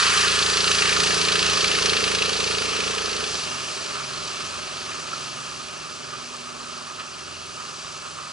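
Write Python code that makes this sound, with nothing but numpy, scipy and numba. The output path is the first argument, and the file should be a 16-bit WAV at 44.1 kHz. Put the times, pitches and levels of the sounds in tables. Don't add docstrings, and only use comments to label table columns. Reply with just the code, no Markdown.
import sys
import numpy as np
from scipy import signal
from scipy.fft import rfft, irfft
from scipy.io import wavfile
from scipy.ndimage import uniform_filter1d
from numba import njit

SR = 44100
rng = np.random.default_rng(int(sys.argv[2]) if len(sys.argv) > 2 else 0)


def store_wav(level_fs):
    pcm = np.round(np.clip(np.atleast_2d(level_fs), -1, 1) * 32767)
    wavfile.write(sys.argv[1], SR, pcm.T.astype(np.int16))


def level_to_linear(level):
    exponent = np.asarray(level, float) / 20
    return 10 ** exponent


N = 366912

# t/s, firing rate f/Hz
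FIRING_RATE = [(0, 27.74), (.5, 27.78), (1.3, 28.1), (2.0, 27.56), (3.0, 27.57), (3.3, 26.49),
               (3.45, 24.61), (3.65, 23.09), (3.9, 22.22), (4.5, 21.95), (5.2, 21.85), (6.2, 22.05),
               (8.32, 21.4)]
# f/Hz, width/Hz, level/dB weighted by throttle
# (0 to 1), level/dB weighted by 1.5 - throttle, lag/cycles # gas in the muffler, lower when it cools
MUFFLER_MODES = [(232, 51, -11, -3.5, 0.298), (334, 21, -12.5, -8, 0.1506), (394, 29, -16.5, 0.5, 0.0613),
                 (422, 56.5, 5, -11.5, 0.0), (518, 45, -8, -19, 0.118), (605, 29, -13, -1.5, 0.2)]
HULL_MODES = [(141.4, 21, -12, -2, 0.7815), (170.3, 33, 2, -10, 0.057), (213, 23, 7, -29, 0.329)]
KEEL_MODES = [(56.3, 21, 1.5, -14, 0.16), (79.6, 10.6, -5.5, -0.5, 0.744), (106.6, 29, -6, 2, 0.608)]


def engine():
    rate_hz, = curves(FIRING_RATE)
    turns = np.cumsum(rate_hz) / SR + 1.55
    cycle = turns.astype(int)
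    chance = rng.standard_normal((400, 8)).clip(-2, 2)
    throttle = np.clip((rate_hz - 22.5) / 4.703, 0, 1)
    muffler_db = part_db(throttle, alongside_db=-39.5, fading_share=1, stern_db=9.5, back_db=8.5)
    hull_db = part_db(throttle, alongside_db=-42.5, fading_share=0.9, stern_db=6, back_db=0.5)
    keel_db = part_db(throttle, alongside_db=-44, fading_share=0.92, stern_db=2, back_db=5.5)
    puff_db = part_db(throttle, alongside_db=-29.5, fading_share=1.95, stern_db=9.5, back_db=1)
    strength = level_to_linear(1.27 * chance[:, 0])
    thump = level_to_linear(muffler_db) * ring(MUFFLER_MODES, turns, throttle, strength)
    thump = thump + level_to_linear(hull_db) * ring(HULL_MODES, turns, throttle, strength)
    thump = thump + level_to_linear(keel_db) * ring(KEEL_MODES, turns, throttle, strength)
    age_s = (turns - cycle - 0.33) / rate_hz - 0.00096 * chance[cycle, 1]
    puff = level_to_linear(puff_db) * gas_puffs(age_s, cycle, chance)
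    tick = level_to_linear(0.4 * muffler_db - 37.5) * valve_ticks(age_s)
    return thump + trunk_swells(turns) + puff + tick


def ring(modes, turns, throttle, strength):
    out = 0
    for hz, width_hz, full_db, back_db, lag in modes:
        cycle = (turns - lag).astype(int)
        strikes = np.diff(cycle, prepend=cycle[0]) * strength[cycle]
        once = svf(strikes, 1. * hz, 1.54 * width_hz)
        twice = svf(once, 1. * hz, 1.54 * width_hz)
        mode_db = throttle * full_db + (1.5 - throttle) * back_db + 0.36 * walk(2.493)
        out = out + level_to_linear(mode_db) * level(twice)
    return out


# f/Hz, level/dB from astern, extra level/dB from alongside
PUFF_BANDS = [(1400, -6.5, 8.5), (2180, 0, -2.5), (2760, 1.5, -19), (3980, 5, 4), (6200, -0.5, -4.5),
              (9100, 2, 2)]


def gas_puffs(age_s, cycle, chance):
    drift = uniform_filter1d(chance[::-1, 2:], size=9, axis=0)
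    tint = level_to_linear(5.5 * chance[:, 2:] + 3.6 * drift)
    side_on_s = 0.78
    alongside = np.exp(-(np.arange(N) / SR / side_on_s) ** 2)
    gas = 0
    for k, (hz, astern_db, side_db) in enumerate(PUFF_BANDS):
        band = level(svf(rng.standard_normal(N), hz, 0.33 * hz))
        gas = gas + tint[cycle, k] * level_to_linear(astern_db + side_db * alongside) * band
    puff = swell(age_s, rise_s=0.0017, fall_s=0.0059) * gas
    energy = np.bincount(cycle, puff ** 2) + 1e-9
    wanted = level_to_linear(1.96 * chance[:, 0])[:len(energy)]
    puff = puff * (wanted / np.sqrt(energy))[cycle]
    return level(colour(puff, lambda f: level_to_linear(housing_db(f))))


def valve_ticks(age_s):
    burst = swell(age_s - 0.002, rise_s=0.00046, fall_s=0.0016) * rng.standard_normal(N)
    return level(svf(burst, 8175.0, 614.0))


# middle t/s, length/s, harmonic number, level/dB
TRUNK_SWELLS = [
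    (3.5, 0.12, 4, -55),
    (4.074, 0.39, 6, -46),
    (4.55, 0.19, 4, -53),
    (5.353, 0.57, 6, -49.5),
    (5.8, .2, 7, -49),
    (6.106, 0.27, 6, -50.5),
    (6.5, 0.79, 11, -60),
    (7.35, .3, 4, -56),
]


def trunk_swells(turns):
    t = np.arange(N) / SR
    out = 0
    for middle_s, length_s, harmonic, db in TRUNK_SWELLS:
        rise_and_fall = np.exp(-(2 * (t - middle_s) / length_s) ** 2)
        tone = np.sin(2 * np.pi * round(harmonic) * turns)
        out = out + level_to_linear(db) * np.sqrt(2) * rise_and_fall * tone
    return out


def part_db(throttle, alongside_db, fading_share, stern_db, back_db):
    stern_turn_s = 1.38
    turned = 1 - np.exp(-np.arange(N) / SR / stern_turn_s)
    return alongside_db + fading_share * fading_db() + stern_db * turned - back_db * (1 - throttle)


WATER_ZONES_HZ = [600, 1250, 3500, 7500, 11000]


def water():
    spray_db, = curves(SPRAY_LEVEL)
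    zones_db = np.array([zone_db(fading_share=0.26, bow_db=-9.5),
                         zone_db(fading_share=0.32, bow_db=9.5),
                         np.zeros(N),
                         zone_db(fading_share=0.35, bow_db=5.1),
                         zone_db(fading_share=0.022, bow_db=4)])
    zones_db = zones_db - zones_db[:, :SR].mean(axis=1, keepdims=True)
    foam_spectrum = rfft(foam())
    log_hz = np.log2(np.arange(N // 2 + 1) * SR / N + 1)
    surge, flicker, out = walk(2.89), walk(13), 0
    for hz in 30 * 2 ** np.arange(0, 9, .5):
        band = irfft(foam_spectrum * np.maximum(1 - 2 * abs(log_hz - np.log2(hz)), 0), N)
        share = [np.interp(np.log(hz), np.log(WATER_ZONES_HZ), row) for row in np.eye(len(WATER_ZONES_HZ))]
        flicker = 0.17 * flicker + 0.48 * walk(8)
        out = out + band * level_to_linear(share @ zones_db + .5 * surge + 1.14 * flicker + .5 * walk(18))
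    depth = np.clip(-0.035 * fading_db(), 0, .9)
    out = out - depth * np.array([svf(port, 1890, 390) for port in out])
    return level_to_linear(spray_db + 1.16) * out


def foam():
    when, pitch, damping, luck = rng.random((12000, 4)).T
    size_db = np.minimum(-3.0 * np.log(luck + 1e-9), 11)
    start = (when * N).astype(int)
    pops = bubbles(start, 700 * 14 ** pitch, 1.8 + 4.1 * damping, level_to_linear(size_db), 0.039, N)
    bright_pops = colour(pops, lambda f: np.maximum(f / 1000, .3))
    direct = rng.standard_normal(N) + level_to_linear(-10.0) * level(bright_pops)
    scattered = colour(rng.standard_normal((2, N)), lambda f: level_to_linear(at_hz(TREE_COLOUR, f)))
    return level(colour(direct + scattered, lambda f: level_to_linear(housing_db(f))))


def zone_db(fading_share, bow_db):
    bow_wave_s = 0.72
    return -fading_share * fading_db() + bow_db * np.exp(-np.arange(N) / SR / bow_wave_s)


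# t/s, level/dB
SPRAY_LEVEL = [
    (0, -22.5),
    (1.0, -23.5),
    (1.8, -25),
    (2.8, -28.5),
    (3.55, -32.5),
    (4.1, -34),
    (4.5, -34),
    (5.6, -37.5),
    (6.6, -39.5),
    (8.32, -40.5),
]


def fading_db():
    spray_db, = curves(SPRAY_LEVEL)
    return spray_db - spray_db[0]


# t/s, peak level/dB, f/Hz, length/ms
DROPS = [
    (4.9145, -31, 2430, 4.6),
    (5.131, -22, 1324, 4.7),
    (5.176, -33, 1275, 5.4),
    (6.8123, -32, 1134, 3.9),
    (7.0382, -34, 1204, 6.8),
]
# t/s, level/dB, length/ms
SLAPS = [
    (.88, -30.5, 50),
    (2.74, -35, 41),
    (4.91, -36, 14.3),
    (6.99, -37.5, 22),
    (7.18, -43, 23),
]


def splashes():
    start_s, peak_db, hz, ms = np.transpose(DROPS)
    out = bubbles((start_s * SR).astype(int), hz, hz * ms / 1000, 1.6 * level_to_linear(peak_db), 0.0084, N)

    def slap_colour(f):
        return level_to_linear(0.7 * housing_db(f)) * (f > 1500) / np.maximum(f, 1500)

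    hiss = level(colour(rng.standard_normal(N), slap_colour))
    for slap_s, db, ms in SLAPS:
        age_s = np.arange(N) / SR - slap_s
        out = out + level_to_linear(db) * 2 * swell(age_s, rise_s=0.0055, fall_s=ms / 1000) * hiss
    return out


def lapping():
    lapping_db = -37.5 + 0.38 * fading_db() + 2 * walk(45)
    return level_to_linear(lapping_db) * level(svf(rng.standard_normal(N), 1234, 133))


# f/Hz, level/dB re direct
TREE_COLOUR = [(40, -5.5), (400, -1), (800, -4.5), (1250, -9.5), (2000, -1), (4500, -12.5), (7300, 1),
               (10500, -7.5)]


def tree_echo(direct):
    t60_s = 0.34
    age_s = np.arange(SR // 2) / SR
    envelope = swell(age_s - .004, rise_s=0.021, fall_s=t60_s / np.log(1000))
    tails = rng.standard_normal((2, SR // 2)) * envelope
    tails = tails / np.sqrt(np.sum(tails ** 2, axis=1, keepdims=True))
    scattered = signal.fftconvolve(direct[None], tails, axes=1)[:, :N]
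    return colour(scattered, lambda f: level_to_linear(at_hz(TREE_COLOUR, f)))


# f/Hz, level/dB per Hz
HOUSING_COLOUR = [(25, -38), (42, -16.5), (150, -14.5), (450, -14.5), (800, -10), (1250, 3.5), (1500, -2.5),
                  (1750, -3), (2050, -7.5), (2650, 0.5), (3700, -4), (4500, 0), (7000, -12), (10800, -25.5)]
# f/Hz, width/Hz, level/dB
HOUSING_RIPPLE = [(694, 61, 0.5), (1000, 260, -3), (1770, 77, 4), (5450, 140, -2.5), (6000, 1200, 3.5),
                  (8320, 820, 6), (10290, 890, 11.5)]


def housing_db(hz):
    ripple = sum(db * np.exp(-((hz - f) / width) ** 2) for f, width, db in HOUSING_RIPPLE)
    return at_hz(HOUSING_COLOUR, hz) + ripple


# f/Hz, phase/rad
PORT_PHASE = [(0, 0), (260, -1.6), (520, -1.7), (1890, -0.8), (2580, -1.3), (3790, -0.7), (5430, -0.8),
              (5940, -0.5), (6980, -0.6), (9300, -0.2), (11500, -0.1)]
# f/Hz, level/dB
PORT_BALANCE = [(50, -2), (170, -2), (350, -5), (700, -7.5), (1250, -5), (1600, -2), (2300, 2.5),
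                (3000, -0.6), (11000, 0)]


def ports(hz):
    f, lead = np.transpose(PORT_PHASE)
    left = level_to_linear(at_hz(PORT_BALANCE, hz) / 2) * np.exp(.5j * np.interp(hz, f, lead))
    pair = np.array([left, 1 / left])
    return pair / abs(pair.mean(axis=0))


@njit
def bubbles(start, hz, cycles, size, glide, length):
    out = np.zeros(length)
    for n in range(len(start)):
        tau = cycles[n] * SR / hz[n]
        phase = 0.
        for i in range(min(int(5 * tau), length - start[n])):
            phase += 2 * np.pi * hz[n] * (1 + glide * i / tau) / SR
            envelope = (1 - np.exp(-4 * i / tau)) * np.exp(-i / tau)
            out[start[n] + i] += size[n] * envelope * np.sin(phase)
    return out


@njit
def svf(x, hz, width):
    y, band, low = np.empty(len(x)), 0., 0.
    g, k = np.tan(np.pi * hz / SR), width / hz
    for i in range(len(x)):
        v = (band + g * (x[i] - low)) / (1 + g * (g + k))
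        band, low, y[i] = 2 * v - band, low + 2 * g * v, k * v
    return y


def swell(age_s, rise_s, fall_s):
    age_s = np.maximum(age_s, 0)
    return (1 - np.exp(-age_s / rise_s)) * np.exp(-age_s / fall_s)


def walk(rate_hz):
    hold = int(SR / rate_hz)
    steps = np.repeat(rng.standard_normal(N // hold + 1), hold)
    return 1.53 * uniform_filter1d(uniform_filter1d(steps, hold), hold)[:N]


def level(x):
    return x / np.sqrt(np.mean(x ** 2))


def curves(table):
    s, *columns = np.transpose(table)
    return [np.interp(np.arange(N) / SR, s, c) for c in columns]


def at_hz(table, hz):
    f, value = np.transpose(table)
    return np.interp(np.log(np.maximum(hz, 1)), np.log(f), value)


def colour(x, gain):
    size = x.shape[-1]
    return irfft(rfft(x) * gain(np.arange(size // 2 + 1) * SR / size), size)


def scene():
    direct = engine() + splashes() + lapping()
    return water() + direct + level_to_linear(-6) * tree_echo(direct)


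def top_cut(x):
    return signal.sosfilt(signal.butter(12, 12010, fs=SR, output="sos"), x)


def record(dry):
    mix = colour(dry, lambda f: ports(f) * (f < 11150))
    return top_cut(mix)


dry = scene()
out = record(dry)
store_wav(out)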